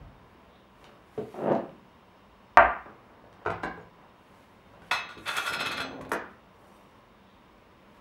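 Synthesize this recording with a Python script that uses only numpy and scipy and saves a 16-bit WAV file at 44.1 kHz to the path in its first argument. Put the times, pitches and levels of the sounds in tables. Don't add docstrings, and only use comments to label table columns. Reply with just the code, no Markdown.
import sys
import numpy as np
from scipy import signal
from scipy.fft import rfft, irfft
from scipy.io import wavfile
from scipy.ndimage import uniform_filter1d

SR = 44100
rng = np.random.default_rng(int(sys.argv[2]) if len(sys.argv) > 2 else 0)


def master_out(mix):
    frames = np.transpose(np.atleast_2d(mix))
    ceiling = np.clip(frames, -1, 1)
    pcm = np.round(ceiling * 32767).astype(np.int16)
    wavfile.write(sys.argv[1], SR, pcm)


def volts_from_db(level):
    exponent = np.asarray(level, float) / 20
    return 10 ** exponent


N = 353108
T = np.arange(N) / SR


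def level(x, db=0):
    return x * volts_from_db(db) / np.sqrt(np.mean(x ** 2))


def peak(x, db):
    return x * volts_from_db(db) / np.abs(x).max()


def add(out, start_s, x):
    i = int(start_s * SR)
    out[i:i + len(x)] += x


def on_log(hz, table):
    table_hz, value = np.transpose(table)
    return np.interp(np.log(hz + 1), np.log(table_hz), value)


def colour(x, table):
    cepstrum = irfft(np.log(volts_from_db(on_log(np.fft.rfftfreq(4096, 1 / SR), table))))
    cepstrum[1:2048] *= 2
    cepstrum[2049:] = 0
    response = irfft(np.exp(rfft(cepstrum)))
    return signal.oaconvolve(x, response)[:len(x)]


def band(x, lo_hz, hi_hz, order=2):
    edges_hz = [lo_hz, min(hi_hz, .48 * SR)]
    return signal.sosfilt(signal.butter(order, edges_hz, "band", fs=SR, output="sos"), x)


def ring(x, modes):
    t = T[:SR // 2]
    tone = sum(volts_from_db(db) * np.sin(2 * np.pi * hz * t) * volts_from_db(-60 * t / max(t60, .004)) for hz, db, t60 in modes)
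    return signal.oaconvolve(x, tone)[:len(x)]


def as_modes(peaks):
    return [(hz, db + 20 * np.log10(width), np.log(1000) / (np.pi * width)) for hz, width, db in peaks]


def curve(table):
    time_s, level_db = np.transpose(table)
    first, last = time_s[0], time_s[-1]
    fade = np.interp(T, [first, first + .02, last - .02, last], [0, 1, 1, 0])
    return fade * volts_from_db(np.interp(T, time_s, level_db))


def swell(start, end, db, rise, fall):
    before = (start - T) / max(rise, .005)
    after = (T - end) / max(fall, .005)
    return volts_from_db(db - 20 * np.maximum(np.maximum(before, after), 0))


def strokes(table):
    return sum(swell(s, s, db, rise, fall) for s, db, rise, fall in table)


def grains(rate, spread_db):
    size_db = spread_db * np.minimum(rng.exponential(size=N), 2.5)
    return level((rng.random(N) < rate / SR) * rng.standard_normal(N) * volts_from_db(size_db))


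def walk(rate):
    k = int(SR / rate)
    steps = np.repeat(rng.standard_normal(N // k + 1), k)
    return 1.3 * uniform_filter1d(uniform_filter1d(steps, k), k)[:N]


def jar():
    # time_s, level_db
    jar_blows = [
        (2.5722, 5),
        (2.5765, -2),
        (2.585, -5.5),
        (2.598, -17.5),
        (2.625, -8),
    ]
    # pitch_hz, level_db, t60_s
    slab_modes = [(626, -11, 0.17), (732, 4.5, 0.27), (930, -6.5, 0.28), (1106, -13.5, 0.33),
                  (1178, 2, 0.35), (1267, -0.5, 0.21), (1436, -5.5, 0.37), (1407, 0, 0.44),
                  (1560, -4.5, 0.59), (1670, -2.5, 0.23), (1970, -16.5, 0.36), (2090, -5, 0.26),
                  (2762, -22, 0.23)]
    # pitch_hz, level_db, t60_s
    glass_modes = [(6940, -63, .12), (8220, -60.5, .12), (10450, -65, .1), (13300, -75, .1)]
    # pitch_hz, level_db
    knock_spectrum = [(40, -33), (62, -7), (120, -21), (300, -6.5), (520, -3), (760, 5.5), (1000, -2.5),
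                      (1350, -1.5), (1900, -6.5), (2700, -13.5), (3300, -27.5), (6300, -55.5),
                      (15500, -73.5)]
    blows, t = np.zeros(N), T[:SR // 20]
    for s, db in jar_blows:
        after_push = 0.14 * rng.standard_normal(len(t)) * np.exp(-t / 0.0043)
        add(blows, s, volts_from_db(db) * ((t == 0) + after_push))
    damped = [(hz, db, 0.14 * t60) for hz, db, t60 in slab_modes]
    slab_ring = peak(ring(band(blows, 400, 1700), damped), -5)
    glass_ring = ring(peak(blows, -8), glass_modes)
    return slab_ring + glass_ring + peak(colour(blows, knock_spectrum), -1.6)


def drag():
    # time_s, level_db
    pressure = [
        (1.33, -51),
        (1.346, -36.5),
        (1.502, -17),
        (1.576, -28),
        (1.62, -37.5),
        (1.68, -61),
    ]
    # pitch_hz, width_hz, level_db
    shelf = [(142, 43, -2.5), (262, 37, -13), (356, 140, 7), (542, 45, 8), (624, 110, 2), (790, 150, -9.5),
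             (1150, 130, -15), (1620, 130, -32), (2600, 360, -27)]
    shelf_modes = as_modes(shelf)
    slips_per_s = 160 * volts_from_db(3 * walk(60))
    slip_db = 5.2 * np.clip(rng.standard_normal(N), -2, 1)
    slips = np.diff(np.floor(np.cumsum(slips_per_s) / SR), prepend=0) * volts_from_db(slip_db)
    hiss = 0.068 * rng.standard_normal(N)
    push = level(band(slips + hiss, 163, 2480, order=3)) * curve(pressure)
    unit_ring = np.linalg.norm(ring(1. * (T == 0), shelf_modes))
    return volts_from_db(-4) * ring(push, shelf_modes) / unit_ring / 3.55


def knocks():
    # time_s, peak_db, body_hz, body_width_octaves
    shelf_knocks = [(0.843, -37.5, 2000, 1.8), (1.177, -25, 266, 1.4), (1.179, -40, 736, 1.5),
                    (1.342, -34.5, 456, 1.6), (1.391, -33, 630, 0.71), (1.519, -19.5, 580, 1),
                    (1.552, -38.5, 2170, 1.6), (1.694, -49, 2400, 0.72)]
    nudges = [(3.24, -45, 384, 1.24), (3.775, -37.5, 556, 1), (3.8, -45, 602, 1.6),
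              (4.737, -43.5, 600, 1.9), (4.82, -43, 800, 2.1), (5.167, -38, 290, 1.1),
              (6.011, -34, 930, 1.4)]
    thread_knocks = [(3.452, -33, 895, 1.1), (3.46, -21, 486, 0.77), (3.462, -18, 1140, 0.56),
                     (3.47, -34.5, 2410, 0.17), (3.634, -21.5, 463, 2.58)]
    thread_clicks = [(3.329, -46, 1990, 1.6), (3.48, -25.5, 730, 0.6), (3.504, -24, 1100, 1.47),
                     (3.63, -41, 1710, 2.7), (3.638, -25, 1680, 0.41), (3.642, -48, 3300, 1.2)]
    lid_knocks = [(4.912, -19, 1950, 0.17), (4.914, -23, 915, 0.46), (6.117, -17, 1040, 1.1),
                  (6.119, -21.5, 400, 1.37), (6.135, -23, 1290, 0.92)]
    # knocks, thump_db, crack_db for a 1 kHz body
    kinds = [(shelf_knocks, -34, -41), (nudges, -9, -21), (thread_knocks, -21, -48),
             (thread_clicks, -16.5, -28.5), (lid_knocks, -32, -27)]
    out, t = np.zeros(N), T[:SR // 8]
    thump = band(t * np.exp(-t / 0.00046), 68, 240)
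    for table, thump_db, crack_db in kinds:
        for s, db, hz, octaves in table:
            noise = rng.standard_normal(len(t))
            spread = 2 ** (np.clip(octaves, .2, 4) / 2)
            after_push = 0.14 * noise * np.minimum(t / 0.0018, 1) * np.exp(-t * hz / 2.24)
            body = band(0.56 * (t == 0) + after_push, hz / spread, hz * spread)
            crack = band(noise * np.exp(-t / 0.0027), 2300, 7100)
            harder_db = 9.5 * np.log2(hz / 1000)
            add(out, s, peak(body, db) + peak(thump, db + thump_db) + peak(crack, db + crack_db + harder_db))
    return out


def thread_ping():
    out = np.zeros(N)
    graze = 1. * (T[:SR // 4] == 0)
    add(out, 3.812, ring(graze, [(6720, -70, .045)]))
    return out


def contacts():
    # time_s, peak_db, fall_s, treble_db
    taps = [
        (4.9107, -20.5, 0.026, -19),
        (5.0898, -39, 0.025, -34),
        (5.177, -42, 0.013, -20),
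        (5.2264, -58, 0.012, -16),
    ]
    # time_s, peak_db
    rocks = [(5.292, -23), (5.384, -22.5), (5.482, -25), (5.543, -22.5), (5.614, -22.5), (5.668, -22.5),
             (5.725, -26), (5.783, -27), (5.808, -25.5)]
    # time_s, peak_db, fall_s, treble_db
    held = [
        (6.012, -40.5, 0.0036, -5),
        (6.049, -41.5, 0.0068, -23),
        (6.0924, -45.5, 0.0055, -3.5),
        (6.1175, -28, 0.0036, 0.5),
        (6.1316, -43, 0.0021, 18),
    ]
    times = np.array(rocks)[:, 0]
    rises = 0.43 * np.diff(times, prepend=2 * times[0] - times[1])
    touches = [(s, db, 0.00067, fall, treble_db, 3.5) for s, db, fall, treble_db in taps]
    touches += [(s - rise, db, rise, 0.0086, -14, 1.2) for (s, db), rise in zip(rocks, rises)]
    touches += [(s, db, .0012, fall, treble_db, -36) for s, db, fall, treble_db in held]
    return touches


def lid():
    lid_hz = [867, 1170, 1195, 1405, 1453, 1674, 1960, 2121, 2600, 2645, 2930, 3300, 3375, 3545, 3797, 4091,
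              4300, 4850, 5215, 6150, 6470, 6750, 7850, 8520, 9640, 10500, 11700, 12600]
    # level_db, t60_s
    lid_ringing = [(-8.5, 0.24), (-14, 0.45), (-7, 0.32), (-5, 0.24), (1, 0.22), (-16, 0.055), (-26, 0.12),
                   (-13.5, 0.33), (-2, 0.2), (-5.5, 0.11), (-14, 0.11), (-9, 0.17), (-8, .12), (-8, 0.074),
                   (-19, .6), (-2, 0.09), (-14, 0.045), (-31, 0.043), (-10, 0.17), (-22, 0.5), (-13, 0.06),
                   (-28, 0.1), (-20, 0.24), (-22, .09), (-25, 0.07), (-20, 0.08), (-22, 0.07), (-23, 0.07)]
    # pitch_hz, level_db
    scrape_spectrum = [(180, -63), (300, -10.5), (985, -10), (1420, 0), (2250, -9.5), (2560, -3.5),
                       (2790, -15), (3400, -5.5), (5760, -30), (15500, -40)]
    force, free, bright, t = np.zeros(N), np.zeros(N), np.zeros(N), T[:SR // 8]
    for s, db, rise, fall, treble_db, ring_db in contacts():
        rise = max(rise, .0005)
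        shape = volts_from_db(db) * np.where(t < rise, t / rise, np.exp(-(t - rise) / max(fall, .001)))
        add(force, s, shape)
        add(free, s, shape * volts_from_db(ring_db))
        burst = np.minimum(t / 0.00088, 1) * np.exp(-t / max(1.05 * fall, .001))
        add(bright, s + .6 * rise, volts_from_db(db + treble_db) * burst)
    grit = grains(9000, 1.7)
    skid_gain = swell(start=5, end=5, db=-28, rise=0.04, fall=0.08)
    roll_gain = swell(start=5.3, end=5.5, db=-31, rise=0.08, fall=0.1)
    rolling = volts_from_db(-8) * band(grit, 330, 2920, order=3) * (skid_gain + roll_gain)
    modes = [(hz, db, t60) for hz, (db, t60) in zip(lid_hz, lid_ringing)]
    tin = ring(grit * free + rolling, modes) / np.std(ring(grit, modes))
    scrape = colour(grit * force + rolling, scrape_spectrum) / np.std(colour(grit, scrape_spectrum))
    fine_grit = level(band(grains(4900, 3.4), 5500, 12100))
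    sizzle = (bright + volts_from_db(-15) * roll_gain) * fine_grit
    return volts_from_db(-10) * tin + volts_from_db(-6.5) * scrape + volts_from_db(-6) * sizzle


def lid_hollow():
    pitch_hz = 262 * (1 + 0.0059 * walk(30.44))
    tone = np.sin(2 * np.pi * np.cumsum(pitch_hz) / SR) * volts_from_db(walk(40) - 8)
    return tone * swell(start=5.89, end=6.1, db=-36, rise=.5, fall=.02)


def counter_rumble():
    landing = swell(start=5.158, end=5, db=-46, rise=0.6, fall=0.5)
    pressing = swell(start=5.5, end=6, db=-35, rise=-0.2, fall=0.37)
    return level(band(grains(1500, 0.75), 86, 800, order=3), -8) * (landing + pressing)


def counter_bending(blows):
    # pitch_hz, level_db, t60_s
    counter_modes = [(168, -26, 0.83), (60.3, -24, 0.4), (101.4, -21, 0.5)]
    on_counter = blows * (T > 2)
    return volts_from_db(-24) * ring(on_counter, counter_modes)


def leaves():
    # pitch_hz, width_hz, level_db
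    jug = [(4470, 30, -3), (5270, 89, -12), (5800, 33, 1), (6500, 54, -10), (7030, 52, -7),
           (7640, 160, -10), (8560, 32, 0), (8960, 52, -10), (9690, 38, -4), (10300, 31, -4),
           (12600, 47, -15), (12670, 100, -10)]
    flakes = grains(1100, 2.4)
    jug_ring = level(ring(flakes, as_modes(jug)), -11)
    ticks = level(band(flakes, 5900, 14000), -13.5)
    return (jug_ring + ticks) * swell(start=6.61, end=6.76, db=-66, rise=.12, fall=.35)


def sleeves():
    # time_s (fastest), level_db, rise_s, fall_s
    cloth = [(.3, -77, .2, .2), (.835, -67.5, 0.19, .15), (1.16, -66, 0.23, .5), (1.36, -62, .25, 0.42),
             (1.55, -79, .05, 0.037), (3.05, -77.5, .1, .2), (3.33, -72, .02, .03), (4.35, -65, 0.28, 0.4),
             (4.89, -61, 0.094, 0.022), (6.3, -74, .1, .15), (6.78, -80, .15, .1), (7.97, -71, .12, .1)]
    rubs = [(0.01, -55.5, 0.03, 0.77), (.52, -68, .2, 0.13), (.84, -52.5, 0.13, 0.47),
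            (1.16, -61, 0.092, 0.045), (2.86, -41, 0.011, 0.1), (3.1, -54.5, .2, 0.72),
            (3.43, -52, 0.09, 0.016), (4.0, -53, .1, 0.24), (4.34, -57, .15, 0.26), (4.8, -60, .2, 0.38),
            (6.3, -71.5, .1, 0.36), (6.64, -56.5, 0.31, .3), (8.0, -58, 0.11, .1)]
    creaks = [
        (.56, -68, 0.11, 0.087),
        (7.3, -73, 0.28, 0.22),
    ]
    flutter = volts_from_db(1.3 * walk(25))
    hiss = level(band(grains(9000, 2.3), 5100, 13000), -10.5) * flutter
    swish = level(band(grains(6000, 2.0), 1000, 3330), -3) * flutter
    rub = level(band(grains(3000, 1.5), 100, 1200, order=3), -4)
    creak = level(band(grains(2000, 1.8), 3200, 3840))
    return (hiss + swish) * strokes(cloth) + rub * strokes(rubs) + creak * strokes(creaks)


def room(x):
    # pitch_hz, t60_s
    room_t60 = [(60, 0.59), (150, 0.61), (500, 0.33), (1500, 0.46), (4000, .35), (8000, 0.083),
                (15000, 0.1)]
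    t, tail = T[:SR], 0
    for hz in 45 * 2. ** np.arange(0, 9, .5):
        t60 = on_log(hz, room_t60)
        part = band(rng.standard_normal(len(t)), hz / 2 ** .25, hz * 2 ** .25)
        tail = tail + part * volts_from_db(-60 * t / t60) / np.sqrt(t60)
    tail = tail * np.clip((t - .003) / 0.0048, 0, 1)
    return signal.oaconvolve(x, tail / np.sqrt(np.sum(tail ** 2)))[:N]


def kitchen():
    # pitch_hz, level_db
    air_spectrum = [(15, -26), (25, 0.5), (59, -2.5), (129, -2.5), (160, -10.5), (194, 2), (282, -5),
                    (446, -6), (584, -5), (686, -9.5), (2240, -16), (3640, -25.5), (7140, -38.5),
                    (14400, -42), (15600, -44.5)]
    # pitch_hz, width_hz, level_db
    fridge_peaks = [(54.1, 10, 4.5), (188.7, 12, 8.5), (695, 92, -18.5), (1019, 193, 3.5),
                    (2846, 190, -9.5), (3145, 37, -10.5), (3630, 40, -9), (4440, 91, -20.5),
                    (5230, 39, -14)]
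    air_db = -56.5
    air = level(colour(rng.standard_normal(N), air_spectrum), air_db - 1.5) * volts_from_db(walk(3.3) / 2)
    fridge = level(ring(rng.standard_normal(N), as_modes(fridge_peaks)), air_db - 6) * volts_from_db(walk(3.7))
    traffic_db = -45 - 20 * T / .4
    traffic = level(band(rng.standard_normal(N), 25, 105), -0.5) * volts_from_db(traffic_db)
    whine = np.sqrt(2) * volts_from_db(-85) * np.sin(2 * np.pi * 15677 * T)
    return air + fridge + traffic + whine


def scene():
    landed, knocked = jar(), knocks()
    rubbed = drag() + lid() + thread_ping() + leaves() + sleeves()
    bending = counter_bending(knocked + landed)
    walls = room(knocked + volts_from_db(-1.5) * landed + volts_from_db(-4) * rubbed)
    mix = landed + knocked + rubbed + lid_hollow() + counter_rumble() + bending + walls + kitchen()
    return mix[None]


def roll_off(x):
    return signal.sosfilt(signal.butter(12, 15750, fs=SR, output="sos"), x)


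def record(dry):
    heard = signal.sosfilt(signal.butter(5, 42, "high", fs=SR, output="sos"), dry)
    return roll_off(np.clip(heard, -1, 1))


dry = scene()
out = record(dry)
master_out(out)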